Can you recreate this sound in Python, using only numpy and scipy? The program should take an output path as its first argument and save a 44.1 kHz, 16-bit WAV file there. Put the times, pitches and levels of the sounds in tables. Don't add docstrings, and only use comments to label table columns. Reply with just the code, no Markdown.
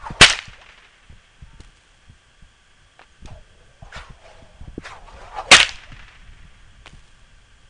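import sys
import numpy as np
from scipy import signal
from scipy.fft import rfft, irfft, next_fast_len
from scipy.io import wavfile
from scipy.ndimage import uniform_filter1d, map_coordinates

SR = 44100
rng = np.random.default_rng(int(sys.argv[2]) if len(sys.argv) > 2 else 0)


def put_to_file(sound):
    columns = np.atleast_2d(sound).T
    safe = np.clip(columns, -1, 1)
    whole_steps = np.round(safe * 32767)
    wavfile.write(sys.argv[1], SR, whole_steps.astype(np.int16))


N = 339129

# start_s, blast_db, push_db, fence_db, hillside_db, run_up_s
WHIP_CRACKS = [(0.2117, -3, 10.5, -3.5, 0, .014), (5.5149, -2, -6.5, -1.5, 0.5, 0.0094)]
# frequency_hz, density_db
BLAST_SPECTRUM = [(40, -16), (150, -16), (350, -17), (700, -7), (1200, -4.5), (1800, 0), (2900, 1),
                  (4200, -8), (6500, -13), (9500, -22.5)]


def amp(db):
    return 10 ** (np.asarray(db) / 20)


def unit(x):
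    return x / np.sqrt(np.mean(x ** 2) + 1e-20)


def clock(size):
    return np.arange(size) / SR


def add(track, start_s, sound):
    start = max(round(start_s * SR), 0)
    part = track[start:start + len(sound)]
    part += sound[:len(part)]


def filtered(x, response):
    size = next_fast_len(len(x) + SR // 4)
    return irfft(rfft(x, size) * response(np.fft.rfftfreq(size, 1 / SR)), size)[:len(x)]


def noise(spectrum, size):
    knots_hz, db = np.transpose(spectrum)
    white = rng.standard_normal(size)
    return unit(filtered(white, lambda hz: amp(np.interp(np.log(hz + 1), np.log(knots_hz), db))))


def wobble(rate, size):
    return map_coordinates(rng.standard_normal(int(size * rate / SR) + 4), [clock(size) * rate])


def patchy(x, patch_db):
    bins = signal.stft(x, nperseg=512)[2]
    patches = uniform_filter1d(rng.standard_normal(bins.shape), size=3, axis=0)
    patches = uniform_filter1d(patches, size=4, axis=1)
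    return unit(signal.istft(bins * amp(patch_db * unit(patches)), nperseg=512)[1][:len(x)])


def burst(centre_hz, t60_s, q, top_hz):
    def body(hz):
        resonance = 1j * hz * centre_hz / (centre_hz ** 2 - hz * hz + 1j * hz * centre_hz / q)
        return resonance / np.sqrt(1 + (hz / top_hz) ** 6)

    t = clock(SR // 8)
    fade = amp(-60 * t / t60_s)
    return unit(filtered(rng.standard_normal(len(t)), body) * fade) * np.sqrt(np.mean(fade ** 2))


def whistle(hz, width_hz):
    drift = wobble(width_hz, len(hz)) + 1j * wobble(width_hz, len(hz))
    return unit(np.real(drift * np.exp(2j * np.pi * np.cumsum(hz) / SR)))


def glides(rows, width_hz):
    out = np.zeros(N)
    for start_s, length_s, from_hz, to_hz, db in rows:
        progress = np.linspace(0, 1, max(int(length_s * SR), 64))
        pitch_hz = from_hz * (to_hz / from_hz) ** progress
        add(out, start_s, amp(db) * np.sin(np.pi * progress) * whistle(pitch_hz, width_hz))
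    return out


def swell(spectrum, rise_s):
    t = clock(SR // 3)
    shape = t / rise_s * np.exp(1 - t / rise_s)
    return unit(noise(spectrum, len(t)) * shape) * np.sqrt(np.mean(shape ** 2))


def microphone_rumble(rumble_db=2, lumps_db=3, thud_db=-5, tail_db=-14, rustle_trim_db=-6):
    # time_s, level_db
    strength = [(0.0, -44), (1.07, -63.5), (1.54, -49), (1.84, -59.5), (3.19, -57), (3.41, -50),
                (3.62, -52), (4.39, -50), (4.67, -43.5), (5.63, -46), (5.89, -45.5), (7.69, -53.5)]
    # start_s, level_db, rustle_db
    bumps = [(.105, -22, -23), (0.481, -29.5, -61), (1.1, -31, -53.5), (1.126, -36.5, -39),
             (1.423, -29, -49), (1.535, -39, -60), (1.6, -30.5, -35), (2.097, -34, -58),
             (2.424, -34.5, -64), (3.225, -31.5, -45), (3.252, -27, -32.5), (3.305, -27, -46),
             (3.324, -28, -52), (3.824, -28, -57), (3.965, -25.5, -52), (4.101, -31.5, -35),
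             (4.424, -35, -39), (4.61, -27, -47), (4.678, -29.5, -34.5), (4.78, -24.5, -16.5),
             (5.147, -32, -63), (5.917, -32, -60), (6.446, -37, -50), (6.935, -33.5, -41)]
    # frequency_hz, density_db
    rumble_spectrum = [(10, -0.5), (30, 2), (60, -5.5), (120, -12.5), (200, -20.5), (350, -39), (900, -68)]
    thud_spectrum = [(20, -1.5), (60, 1), (140, -4.5), (260, -22.5), (700, -58)]
    deep_spectrum = [(10, 0), (35, 2), (70, -4.5), (120, -16), (200, -34.5), (400, -60)]
    # ratio_to_rustle_pitch, density_db
    rustle_shape = [(.3, -9), (.9, 5.5), (1.7, -7), (2.6, -17), (5, -56)]
    level_db = np.interp(clock(N), *np.transpose(strength)) + rumble_db
    out = amp(level_db) * unit(noise(rumble_spectrum, N) * amp(lumps_db * wobble(19, N)))
    for start_s, db, rustle_db in bumps:
        rustle_hz = 374 * 2 ** (rustle_db / 49)
        rustle_spectrum = [(rustle_hz * ratio, density_db) for ratio, density_db in rustle_shape]
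        thud = amp(db + thud_db) * swell(thud_spectrum, rise_s=0.0055)
        tail = amp(db + tail_db) * swell(deep_spectrum, rise_s=0.024)
        rustle = amp(rustle_db + rustle_trim_db) * swell(rustle_spectrum, rise_s=0.0028)
        add(out, start_s - 0.002, thud + tail + rustle)
    for start_s, *_ in WHIP_CRACKS:
        add(out, start_s, amp(-30.5) * swell(deep_spectrum, rise_s=0.035))
    return out


def background(hiss_db=-57, hum_db=-1):
    # frequency_hz, density_db
    hiss_spectrum = [(100, 3.5), (300, -2.5), (700, -1.5), (1050, -3), (1170, 1), (1300, -3), (1580, 5),
                     (2000, -2.5), (2850, -0.5), (3050, -0.5), (3280, 3.5), (3650, -9), (7000, -9.5),
                     (9500, -13.5)]
    # pitch_hz, level_db
    hum = [(1163, -73.5), (1567, -74.5), (3275, -75)]
    tones = np.zeros(N)
    for pitch_hz, db in hum:
        phase = 2 * np.pi * pitch_hz * clock(N) + 1.4 * wobble(11, N)
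        tones += amp(db + hum_db) * np.sqrt(2) * np.sin(phase)
    return amp(hiss_db) * noise(hiss_spectrum, N) + tones


def thong(pitch_hz, whistle_db=-1, wake_db=-5, waver=0.026, width_hz=90):
    # ratio_to_shedding_pitch, level_db
    taper = [(.56, -16), (.8, -8.5), (1, -1), (1.27, -6), (1.55, -13), (1.95, -18)]
    # frequency_hz, density_db
    wake_spectrum = [(150, -34), (420, -15.5), (700, -4), (1000, -2.5), (1350, -5.5), (2200, -18.5),
                     (5000, -44)]
    size = len(pitch_hz)
    tones = np.zeros(size)
    for ratio, db in taper:
        shedding_hz = pitch_hz * ratio * np.exp(waver * wobble(22, size))
        tones += amp(db) * whistle(shedding_hz, width_hz * ratio)
    travel = np.cumsum(pitch_hz) / 1000
    wake = unit(map_coordinates(noise(wake_spectrum, 2 * size), [travel], order=1, mode="wrap"))
    return amp(whistle_db) * unit(tones) + amp(wake_db) * wake


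def whooshes(hiss_db=-2, tip_sharpness=1.1, tip_follow=0.36, flutter_db=1.02, glide_s=0.14):
    # peak_s, rise_s, fall_s, whirr_db, tip_db, pitch_hz, glide_octaves_per_s
    strokes = [(.075, 0.11, 0.2, -34, -41, 1016, -2.5), (.18, 0.072, 0.14, -41, -48, 690.3, -5),
               (3.275, 0.02, .15, -46, -47.5, 836, -5.5), (3.6, .3, 0.55, -59.5, -68.5, 500, 1.5),
               (3.85, 0.044, 0.21, -47.5, -55, 761, 1), (3.955, 0.046, 0.17, -38.5, -33.5, 1488, -5),
               (4.28, .2, 0.42, -48, -48.5, 662, -0.3), (4.65, 0.13, 0.17, -55, -59, 730, .5),
               (4.856, 0.037, 0.12, -41, -32, 1443, -4), (4.93, .11, .15, -39, -49, 952, -4.5),
               (5.085, 0.065, 0.36, -46.5, -47, 870, 1.5), (5.22, .16, 0.39, -43, -45.5, 620, 4),
               (5.39, .085, 0.082, -28, -37.5, 878, -1.5), (5.495, 0.083, 0.044, -39, -41, 543, -4.5)]
    # frequency_hz, density_db
    tip_spectrum = [(200, -22.5), (480, -1), (900, -2.5), (1600, 0.5), (2600, -2), (4000, -8), (7000, -15),
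                    (9500, -21)]
    out = np.zeros(N)
    for peak_s, rise_s, fall_s, whirr_db, tip_db, pitch_hz, glide in strokes:
        start_s = max(peak_s - 2 * rise_s, 0)
        t = clock(SR) + start_s - peak_s
        effort_db = 20 * np.minimum(t / rise_s, -t / fall_s)
        bend = 2 ** (glide * glide_s * np.tanh(t / glide_s))
        hiss = patchy(noise(tip_spectrum, 2 * SR), patch_db=3.5)
        hiss = map_coordinates(hiss, [np.cumsum(bend ** tip_follow)], mode="wrap")
        tip = amp(tip_db + hiss_db + tip_sharpness * effort_db) * hiss
        whirr = amp(whirr_db + effort_db) * thong(pitch_hz * bend)
        add(out, start_s, (whirr + tip) * amp(flutter_db * wobble(60, SR)))
    return out


def lash_loops():
    # start_s, length_s, from_hz, to_hz, level_db
    whoops = [(.055, 0.029, 1022, 783, -31.5), (.575, 0.066, 475, 945, -50),
              (.615, 0.031, 1120, 935, -53.5), (3.305, 0.11, 677, 617, -51), (3.82, 0.02, 746, 690, -40.5),
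              (3.924, 0.01, 1510, 1700, -35.5), (4.03, 0.067, 1160, 920, -50),
              (4.236, 0.038, 713, 650, -51), (5.05, 0.068, 1070, 1210, -50), (5.17, 0.18, 980, 1607, -53),
              (5.375, 0.041, 815, 720, -29), (5.86, 0.051, 545, 747, -52)]
    return glides(whoops, width_hz=74.6)


def run_up(length_s, from_hz=900, to_hz=3200, db=-14):
    progress = np.linspace(0, 1, max(int(length_s * SR), 2))
    tone = np.sin(2 * np.pi * np.cumsum(from_hz * (to_hz / from_hz) ** progress) / SR)
    return amp(db - 20 * (1 - progress)) * (0.6 * tone + 0.51 * noise(BLAST_SPECTRUM, len(progress)))


def cracks(push_s=0.0018):
    # delay_s, t60_s, then (level_db, centre_hz) for each crack
    panels = [(.0343, 0.013, (3.7, 4300), (5, 4500)), (0.0524, .008, (-9, 6000), (-3, 7600)),
              (.087, 0.0091, (-8, 6700), (5.1, 3240)), (.093, 0.02, (-12, 2500), (-11, 2500)),
              (.115, .0065, (-14.5, 6200), (-.5, 3400)), (0.178, 0.006, (-13, 3100), (-15, 5100)),
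              (.243, .014, (-37.5, 6000), (-34.5, 5000))]
    out, t = np.zeros(N), clock(SR // 2)
    shock = 2 * (1 - t / push_s) * np.exp(-t / push_s)
    for k, (start_s, blast_db, push_db, fence_db, hillside_db, run_up_s) in enumerate(WHIP_CRACKS):
        add(out, start_s - run_up_s, run_up(run_up_s))
        add(out, start_s, amp(push_db) * shock)
        add(out, start_s, scatter(t, blast_db, fence_db))
        add(out, start_s, amp(hillside_db) * hillside())
        for delay_s, t60_s, *answers in panels:
            echo_db, centre_hz = answers[k]
            echo = burst(centre_hz, t60_s, q=1.7, top_hz=0.92 * centre_hz)
            add(out, start_s + delay_s, amp(echo_db) * echo)
    return out


def scatter(t, blast_db, fence_db, blast_s=0.042, rails_t60_s=0.39, far_s=0.097, spread_s=0.03):
    blast_gain = amp(blast_db + 10.5 - 20 * (t / blast_s) ** 2 + 2 * wobble(500, len(t)))
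    all_round = amp(-4 - 60 * t / rails_t60_s)
    far_side = amp(-15 - 20 * ((t - far_s) / spread_s) ** 2)
    rails_gain = np.hypot(all_round, far_side) * amp(fence_db + 1.5 * wobble(500, len(t)))
    returned = filtered(noise(BLAST_SPECTRUM, len(t)), lambda hz: hz / np.hypot(hz, 448.8))
    blast = blast_gain * patchy(noise(BLAST_SPECTRUM, len(t)), patch_db=3)
    return blast + rails_gain * patchy(returned, patch_db=2.5)


def hillside(db=-49, delay_s=0.26, rise_s=0.1, t60_s=4.5, air_db_per_s=7, roll_db=1.7):
    # frequency_hz, density_db
    forest_spectrum = [(100, -26.5), (400, -9.5), (900, -5), (1800, 2), (2900, 0), (4200, -11.5),
                       (6200, -14.5), (7800, -24), (10000, -36)]
    # delay_s, level_db, t60_s
    slaps = [(.272, -41, 0.076), (0.32, -39.5, 0.1), (.403, -41, 0.15), (.45, -43.5, 0.1),
             (.477, -41.5, .15), (.508, -43.5, 0.13), (.565, -43, 0.14), (.61, -50, .2), (.636, -46.5, .14)]
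    t = clock(2 * SR)
    hz, path_s, bins = signal.stft(noise(forest_spectrum, len(t)), SR, nperseg=256)
    loss_db = air_db_per_s * np.outer((hz / 6000) ** 2, path_s)
    tail = signal.istft(bins * amp(-loss_db), SR, nperseg=256)[1][:len(t)]
    late_s = t - delay_s
    wash_db = db + np.minimum(20 * late_s / rise_s, -60 * late_s / t60_s)
    power = amp(wash_db + roll_db * wobble(60, len(t))) ** 2
    for slap_s, slap_db, slap_t60_s in slaps:
        power += (t > slap_s) * amp(slap_db - 60 * np.abs(t - slap_s) / slap_t60_s) ** 2
    return tail * np.sqrt(power)


def far_hoot(pitch_hz=453, db=-62):
    t = clock(N)
    phase = 2 * np.pi * pitch_hz * t + 0.14 * wobble(20, N)
    envelope = np.interp(t, [1.45, 1.48, 1.59, 1.62], [0, 1, 1, 0])
    return amp(db) * envelope * (np.sin(2 * phase) + 0.76 * np.sin(3 * phase))


def sand(grain_db=4):
    # start_s, level_db, t60_s
    landings = [(1.603, -43, .09), (1.632, -51.5, 0.33), (1.76, -60, 1.9), (6.859, -49.5, 0.68),
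                (7.03, -59.5, 1.44)]
    # frequency_hz, density_db
    sand_spectrum = [(200, -2), (600, -3), (2500, -3.5), (5000, -7), (9500, -11)]
    out, t = np.zeros(N), clock(SR)
    for start_s, db, t60_s in landings:
        grains = unit(noise(sand_spectrum, SR) * amp(grain_db * wobble(330, SR)))
        add(out, start_s, grains * amp(db - 60 * t / t60_s))
    return out


def leather(trim_db=-6):
    # start_s, level_db, body_hz, t60_s
    snaps = [(2.9933, -27.5, 1080, 0.017), (2.998, -35, 1713, .03), (3.012, -32.5, 700, 0.013),
             (3.0166, -28, 1880, 0.0097), (3.022, -38, 1680, 0.042), (3.035, -41, 1678, 0.042),
             (3.258, -31, 3700, 0.029), (6.8596, -22.5, 1700, 0.0073), (6.862, -31, 750, 0.01),
             (6.869, -22.5, 2200, 0.0072), (6.8734, -25.5, 1080, 0.0053), (6.878, -25.5, 1960, 0.0073)]
    out = np.zeros(N)
    for start_s, db, body_hz, t60_s in snaps:
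        add(out, start_s, amp(db + trim_db) * burst(body_hz, t60_s, q=0.59, top_hz=1.75 * body_hz))
    return out


def far_bird():
    # start_s, length_s, from_hz, to_hz, level_db
    chips = [(3.118, 0.0221, 6800, 6000, -63), (3.845, .026, 6800, 5900, -63)]
    return glides(chips, width_hz=55)


def scene():
    whip = cracks() + whooshes() + lash_loops() + leather() + sand()
    bed = microphone_rumble() + background() + far_bird() + far_hoot()
    return (whip + bed)[None]


def record(dry, ceiling=0.79, top_hz=9800):
    clipped = dry[0] / (1 + np.abs(dry[0] / ceiling) ** 8) ** (1 / 8)
    return filtered(clipped, lambda hz: 1 / np.sqrt(1 + (hz / top_hz) ** 130))[None]


dry = scene()
out = record(dry)
put_to_file(out)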